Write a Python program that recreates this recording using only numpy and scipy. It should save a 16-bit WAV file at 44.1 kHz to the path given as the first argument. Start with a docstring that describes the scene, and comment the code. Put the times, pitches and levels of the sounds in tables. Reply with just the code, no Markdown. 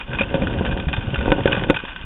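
"""A suction dredge draws stones from a gravel bed, heard under water from inside a camera housing.
Single stones clink on the metal nozzle, each impact exciting the modes of both bodies, and gravel
rattles along the hose. Water churns and glugs at the intake over the rumble of the current.
Knocks and soft bumps ring the housing; the narrow-band recorder overloads on the hardest one."""
import sys
import numpy as np
from scipy import signal
from scipy.fft import rfft, irfft, next_fast_len
from scipy.io import wavfile
from scipy.ndimage import uniform_filter1d, minimum_filter1d

SR = 44100
rng = np.random.default_rng(int(sys.argv[2]) if len(sys.argv) > 2 else 0)


def generate_wav(sig):
    """Save sig (samples, or channels by samples) to the path in sys.argv[1] as 16-bit PCM at SR."""
    pcm = np.round(np.clip(np.atleast_2d(sig).T, -1, 1) * 32767).astype(np.int16)
    wavfile.write(sys.argv[1], SR, pcm)


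N = 90404
STRIKE_TIME_S = np.arange(SR // 5) / SR
STONE_T60_S = 0.043

# spectrum of stone striking metal: frequency_hz, relative_db
CLATTER_SPECTRUM = [(200, -16), (600, -5.5), (940, 5.5), (1050, -2.5), (1180, 3), (1300, -7.5), (1520, 6.5),
                    (1900, -0.5), (2200, -9.5), (2300, -14.5), (2420, 4), (2800, 0), (3500, 0.5),
                    (4200, -8.5)]


def amp(db):
    """Decibels to amplitude ratio."""
    return 10 ** (np.asarray(db) / 20)


def unit(x):
    """Normalisation to an rms of 1."""
    return x / np.sqrt(np.mean(x ** 2) + 1e-20)


def add(mix, start_s, sound):
    """Superposition: a sound joins the mix at its start time."""
    part = mix[max(round(start_s * SR), 0):][:len(sound)]
    part += sound[:len(part)]


def colour(x, spectrum, band_hz=3700):
    """Minimum-phase filtering to a given spectrum, with unit mean power gain below band_hz."""
    size = next_fast_len(2 * N)
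    hz = np.fft.rfftfreq(size, 1 / SR)
    point_hz, point_db = np.transpose(spectrum)
    gain = amp(np.interp(np.log(hz + 1), np.log(point_hz), point_db))
    gain /= np.sqrt(np.mean(gain[hz < band_hz] ** 2))
    cepstrum = irfft(np.log(gain), size)
    causal_fold = 1 + np.sign(np.fft.fftfreq(size))
    return irfft(rfft(x, size) * np.exp(rfft(cepstrum * causal_fold)), size)[:N]


def mode(hz, db, t60_s, phase=0):
    """Free vibration of a damped oscillator: an exponentially decaying sine."""
    return amp(db - 60 * STRIKE_TIME_S / t60_s) * np.sin(2 * np.pi * (hz * STRIKE_TIME_S + phase))


def burst(t60_s):
    """White noise under an exponential decay."""
    return rng.standard_normal(len(STRIKE_TIME_S)) * amp(-60 * STRIKE_TIME_S / t60_s)


def impacts(per_s, spread_db):
    """A Poisson process of impulses, many small and a few larger."""
    strength = amp(spread_db * np.minimum(rng.exponential(1, N), 3))
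    return strength * rng.choice([-1, 1], N) * (rng.random(N) < per_s / SR)


def crack(t60_s, rise_s=0.00021):
    """Dense, heavily damped modes merge into the noise-like crack of a hard contact."""
    t = STRIKE_TIME_S
    grid_hz = np.linspace(200, 4400, 70)[:, None]
    detune, phase = rng.random((2, len(grid_hz), 1))
    hz = grid_hz + detune * (grid_hz[1] - grid_hz[0])
    modes = np.sin(2 * np.pi * (hz * t + phase)).sum(0)
    envelope = (1 - np.exp(-t / rise_s)) * amp(-60 * t / t60_s)
    return unit(modes * envelope) * np.sqrt(np.mean(envelope ** 2))


def nozzle_ring():
    """Modal ringing of the nozzle; random phases stand for different points of contact."""
    # nozzle modes: pitch_hz, level_db, t60_s
    modes = [(1513, -11, .08), (1569, -13.5, .05), (2370, -13.5, 0.031), (2486, -12, 0.087),
             (2835, -31, 0.023), (3560, -19.5, .06)]
    return sum(mode(hz, db, t60_s, rng.random()) for hz, db, t60_s in modes)


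def housing_ring(contact_s, shell_db, wall_db):
    """A force pulse excites the housing's modes; longer contact puts less into the high ones."""
    # housing modes, shell first, wall second: pitch_hz, level_db, t60_s
    modes = [(307, -15, .055), (547.9, -9, 0.078), (459.5, -4, 0.012), (388, -15, 0.03),
             (509, -15.5, 0.062), (722, -9.5, 0.021), (906, -16.5, 0.1), (1464, -15, 0.076)]
    boosts_db = [shell_db, wall_db] + [0] * (len(modes) - 2)
    ring = sum(mode(hz, db + boost, t60_s) for (hz, db, t60_s), boost in zip(modes, boosts_db))
    force = np.sin(np.pi * np.minimum(STRIKE_TIME_S / contact_s, 1)) ** 2
    return signal.fftconvolve(ring, force / force.sum())[:len(ring)]


def suction():
    """Amplitude envelopes of the water, gravel and rocks that the suction draws in."""
    # course of the flow: time_s, water_db, gravel_db, rocks_db
    flow = [(0, -33, 5.5, -29), (0.058, -17, -8.5, -22), (.12, -0.5, -3.5, -1.5), (.22, -2, 5.5, -9.5),
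            (.28, -3, -3, -3), (.42, 4.5, 1, 4), (0.521, 2, 0, -2.5), (.64, 1, 1, 3), (0.791, 1, -5.5, -4),
            (.85, -6, -3.5, -7), (.96, -1.5, -5.5, -6), (1.049, -4, -1, -5), (1.14, -2.5, -1.5, -3),
            (1.25, 0, 1.5, 3.5), (1.42, 0, 0, 5.5), (1.551, -1.5, 6.5, 5.5), (1.68, -1, -2.5, -1.5),
            (1.75, -2, -7, -3.5), (1.8, -18, -1.5, -22), (2.05, -16.5, -5, -21.5)]
    time_s, *levels_db = np.transpose(flow)
    return [amp(np.interp(np.arange(N) / SR, time_s, db)) for db in levels_db]


def self_noise(level_db=-82):
    """The recorder's noise floor: a faint, steady hiss."""
    # noise density: frequency_hz, relative_db
    spectrum = [(3000, -15), (4300, 7.5), (5000, -3.5), (8000, -10), (9500, -20.5), (16000, -21.5)]
    return amp(level_db) * unit(colour(rng.standard_normal(N), spectrum))


def tick(start_s=1.7, level_db=-42, t60_s=0.019):
    """A filtered noise transient: a faint, thin tick of treble on the hardest knock."""
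    # tick spectrum: frequency_hz, relative_db
    spectrum = [(3000, -17), (4200, 0), (5500, -18), (6500, -0.5), (8300, 1.5), (9200, -26), (10500, -4),
                (16000, -20)]
    puff = np.zeros(N)
    add(puff, start_s, burst(t60_s))
    treble = colour(puff, spectrum)
    power = np.sum(treble ** 2) / (SR * t60_s / 10)  # energy over a tenth of the decay time
    return amp(level_db) * treble / np.sqrt(power)


def current(level_db=-39.5):
    """Flow noise: the river presses on the housing with a deep, steady rumble."""
    # rumble density: frequency_hz, relative_db
    spectrum = [(12, -14.5), (28, 6), (45, -0.5), (70, -10), (150, -27), (600, -60)]
    return amp(level_db) * unit(colour(rng.standard_normal(N), spectrum))


def glugs():
    """Pockets of water oscillate at the intake, dying away under a Gaussian envelope."""
    # glugs: start_s, level_db, pitch_hz, decay_cycles
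    pockets = [(.095, -22.5, 125, 3), (0.205, -21, 224, 3.7), (0.221, -21.5, 75, 1.5),
               (0.346, -17, 181.4, 2.8), (0.42, -16.5, 207, 3.5), (0.571, -18.5, 86, 2.7),
               (.609, -17, 197, 4), (0.688, -24, 133, 10.5), (0.87, -15, 69, 2), (0.87, -18, 146, 2.8),
               (.98, -13, 108.8, 1.35), (1.078, -18, 98, 1.7), (1.133, -17.5, 138, 2.2),
               (1.179, -14.5, 64.8, 2.3), (1.286, -15, 47, 1.7), (1.397, -16.5, 104, 1.9),
               (1.527, -22.5, 131, 3.5), (1.601, -23, 129, 2.4), (1.675, -21.5, 181.6, 0.94),
               (2.041, -21.5, 70, 0.4)]
    out = np.zeros(N)
    for start_s, db, hz, decay_cycles in pockets:
        cycles = hz * STRIKE_TIME_S
        add(out, start_s, amp(db) * np.sin(2 * np.pi * cycles) * np.exp(-(cycles / decay_cycles) ** 2))
    return out


def churn(gain_db=-28, swing_db=1.5, swing_below_hz=25.1):
    """Turbulence at the nozzle: low noise, made lumpy by slow random amplitude modulation."""
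    # churn density: frequency_hz, relative_db
    spectrum = [(15, -25.5), (40, 2), (80, 2), (130, 0), (200, 0), (260, -5), (400, -12.5), (560, -23),
                (700, -14.5), (1200, -32.5), (4000, -69)]
    slow = np.fft.rfftfreq(N, 1 / SR) < swing_below_hz
    swing = unit(irfft(rfft(rng.standard_normal(N)) * slow, N))
    turbulence = colour(rng.standard_normal(N), spectrum)
    return amp(gain_db) * unit(turbulence * amp(swing_db * swing))


def tumbling_rocks(gain_db=-31.5):
    """Random impacts of tumbling rocks excite the housing's modes as dull taps."""
    hits = impacts(per_s=190, spread_db=4)
    tap = housing_ring(contact_s=0.00069, shell_db=0.5, wall_db=-2)
    return amp(gain_db) * unit(signal.oaconvolve(hits, tap)[:N])


def knocks(snap_delay_s=0.001528, thud_db=-17):
    """Impact excitation of the housing: a modal ring, a snap as the contact closes, a dense thud."""
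    # knocks and bumps: start_s, level_db, contact_s, shell_db, wall_db, snap_db
    blows = [(0.21, -24.5, 0.00038, -21.5, 18.5, -3), (.3427, -15.5, 0.00037, -20, 12.5, -7.5),
             (.3535, -14, 0.0008, -1, 5.5, -24.5), (.4205, -26, 0.00047, -9, 19.5, -6),
             (.6096, -10, 0.0011, -12, -8.5, -30), (.657, -19.5, 0.00065, -1.5, -3, -8),
             (.767, -19, 0.00039, 4.5, 0.5, -18), (0.791, -21.5, 0.00053, -1.5, -2, -14),
             (1.2802, -5.5, 0.0007, -9.5, -8, -34), (1.3178, -2, 0.00095, -9, 2, 7),
             (1.3242, -4, 0.00032, 7.5, 1.5, -16), (1.3838, -10, 0.00093, -1.5, -16, -28),
             (1.4568, 2, 0.0011, -15, -1.5, -12), (1.496, -14.5, 0.0012, 7, 0, -26),
             (1.6989, -1, 0.00034, 12, -1, 0.5), (1.7045, -5, 0.0012, -18, 2, 2),
             (1.837, -16, 0.0021, -20, -5, -20)]
    # dense low ringing after a knock: frequency_hz, relative_db
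    thud_spectrum = [(100, -13.5), (250, -5.5), (350, -5), (520, -8.5), (650, -11), (1000, -9), (2000, -28),
                     (4000, -45)]
    out, thuds = np.zeros((2, N))
    for start_s, db, contact_s, shell_db, wall_db, snap_db in blows:
        add(out, start_s, amp(db) * housing_ring(contact_s, shell_db, wall_db))
        add(out, start_s + snap_delay_s, amp(db + snap_db) * crack(t60_s=0.0053))
        add(thuds, start_s, amp(db) * burst(t60_s=0.09))
    return out + amp(thud_db) * colour(thuds, thud_spectrum)


def gravel(per_s=240, pitches=24, grains_db=-37.5, ring_db=-0.5, hiss_db=-38.5):
    """Shot noise: many pebble impacts on the nozzle merge into a rattle over the hiss of the flow."""
    # hiss density: frequency_hz, relative_db
    hiss_spectrum = [(30, 0), (150, 3), (400, -3), (700, -11), (950, 2.5), (1300, -3), (1520, -1.5),
                     (1800, -6.5), (2300, -7), (2480, -5.5), (2800, 3), (3500, -7), (4200, -14)]
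    cracks, rings = np.zeros((2, N))
    for pebble_hz in np.linspace(924, 3603, pitches):
        hits = impacts(per_s / pitches, spread_db=4.5)
        cracks += signal.oaconvolve(hits, crack(t60_s=0.019))[:N]
        ring = nozzle_ring() + mode(pebble_hz, db=-7, t60_s=STONE_T60_S)
        rings += signal.oaconvolve(hits, ring)[:N]
    grains = unit(colour(cracks, CLATTER_SPECTRUM) + amp(ring_db) * rings)
    hiss = unit(colour(rng.standard_normal(N), hiss_spectrum))
    return amp(grains_db) * grains + amp(hiss_db) * hiss


def stones(gain_db=-9.5):
    """Single stones crack against the nozzle, and both bodies ring at their natural frequencies."""
    # stone impacts: start_s, level_db, pitch_hz, crack_t60_s, stone_ring_db
    clinks = [(0.0123, -20, 2460, 0.019, 3.5), (0.1162, -28, 1573, 0.028, 11),
              (0.1325, -12.5, 1523, 0.024, -6), (0.1475, -18, 2530, 0.046, 2.5),
              (0.187, -11.5, 2497, 0.044, 4), (0.195, -15, 2420, 0.077, 6.5),
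              (0.2094, -10, 2450, 0.015, 5.5), (0.2155, -7.5, 2535, 0.029, -2),
              (0.2334, -20.5, 2610, 0.035, 7), (0.2917, -24, 2710, 0.025, -1.5),
              (0.3413, -13, 2490, 0.05, 0), (0.4207, -19, 2395, 0.035, 3), (0.4708, -12.5, 1480, 0.035, 1),
              (0.5856, -20, 1590, 0.035, 4), (0.649, -16.5, 1514, 0.081, -1.5),
              (0.6634, -16, 1665, 0.07, -2), (0.7113, -15.5, 1520, 0.04, -4), (0.7259, -17, 1593, 0.039, 2),
              (0.7723, -17.5, 1560, 0.077, -13), (0.7995, -13, 1520, 0.039, 0),
              (0.884, -15, 1524, 0.077, -9), (0.9301, -9.5, 2744, 0.032, -6.5),
              (0.9361, -9.5, 1544, 0.055, -11.5), (0.9653, -18, 3545, 0.11, 2),
              (1.1441, -11, 2750, 0.038, -3), (1.158, -13, 1438, 0.032, 0.5),
              (1.2093, -20, 1506, 0.032, 2.5), (1.2575, -16.5, 1487, 0.029, 3.5),
              (1.3041, -11, 2380, 0.012, -11), (1.3227, -10, 1493, 0.02, 10), (1.4584, -12, 1670, 0.025, 4),
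              (1.476, -7.5, 1520, 0.031, 0.5), (1.5214, -12, 2940, 0.016, 7), (1.5289, -6, 2580, 0.043, -6),
              (1.5647, -16.5, 1500, 0.05, -10), (1.6364, -11, 1470, 0.047, -13),
              (1.6902, -17, 1570, 0.041, -11.5), (1.699, -4, 1484, 0.037, -17),
              (1.7433, -13.5, 2330, 0.085, -0.5), (1.7632, -12, 2530, 0.025, 0),
              (1.7684, -8.5, 1490, 0.027, -1), (1.7891, -22, 2410, 0.025, 2),
              (1.8505, -19, 1710, 0.065, -11), (1.882, -21, 2480, 0.11, -14.5),
              (1.9616, -13.5, 1530, 0.022, -6.5)]
    cracks, rings = np.zeros((2, N))
    for start_s, db, hz, crack_t60_s, stone_ring_db in clinks:
        add(cracks, start_s, amp(db) * crack(crack_t60_s))
        add(rings, start_s, amp(db) * (nozzle_ring() + mode(hz, stone_ring_db, STONE_T60_S)))
    return amp(gain_db) * (colour(cracks, CLATTER_SPECTRUM) + rings)


def scene():
    """Superposition of all sources at the microphone, in one channel."""
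    water_gain, gravel_gain, rock_gain = suction()
    background = current() + glugs() + water_gain * churn() + rock_gain * tumbling_rocks()
    return (background + gravel_gain * gravel() + stones() + knocks())[None]


def limit(x, ceiling=0.88, window=45):
    """Peak limiting: the gain falls smoothly around peaks that pass the ceiling."""
    gain = minimum_filter1d(ceiling / np.maximum(abs(x), ceiling), 3 * window)
    return x * uniform_filter1d(uniform_filter1d(gain, window), window)


def record(dry, overload=0.85, low_cut_hz=14, edge_hz=16100):
    """Clipping, a telephone-like band and limiting; tick and hiss join before a last low-pass."""
    # response of the recorder: frequency_hz, gain_db
    response = [(3550, 1), (3700, -3.5), (3860, -16), (4000, -27.5), (4200, -39), (4500, -53.5),
                (6000, -66.5), (9000, -86.5)]
    hz = np.fft.rfftfreq(2 * N, 1 / SR)
    high_pass = 1j * hz / (1j * hz + low_cut_hz)
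    band = amp(np.interp(hz, *np.transpose(response))) * high_pass
    clipped = np.clip(dry, -overload, overload)
    narrow = irfft(rfft(clipped, 2 * N) * band, 2 * N)[:, :N]
    out = limit(narrow) + tick() + self_noise()
    low_pass = signal.firwin(511, edge_hz, window=("kaiser", 9), fs=SR)
    return signal.oaconvolve(out, low_pass[None], "same")


dry = scene()
out = record(dry)
generate_wav(out)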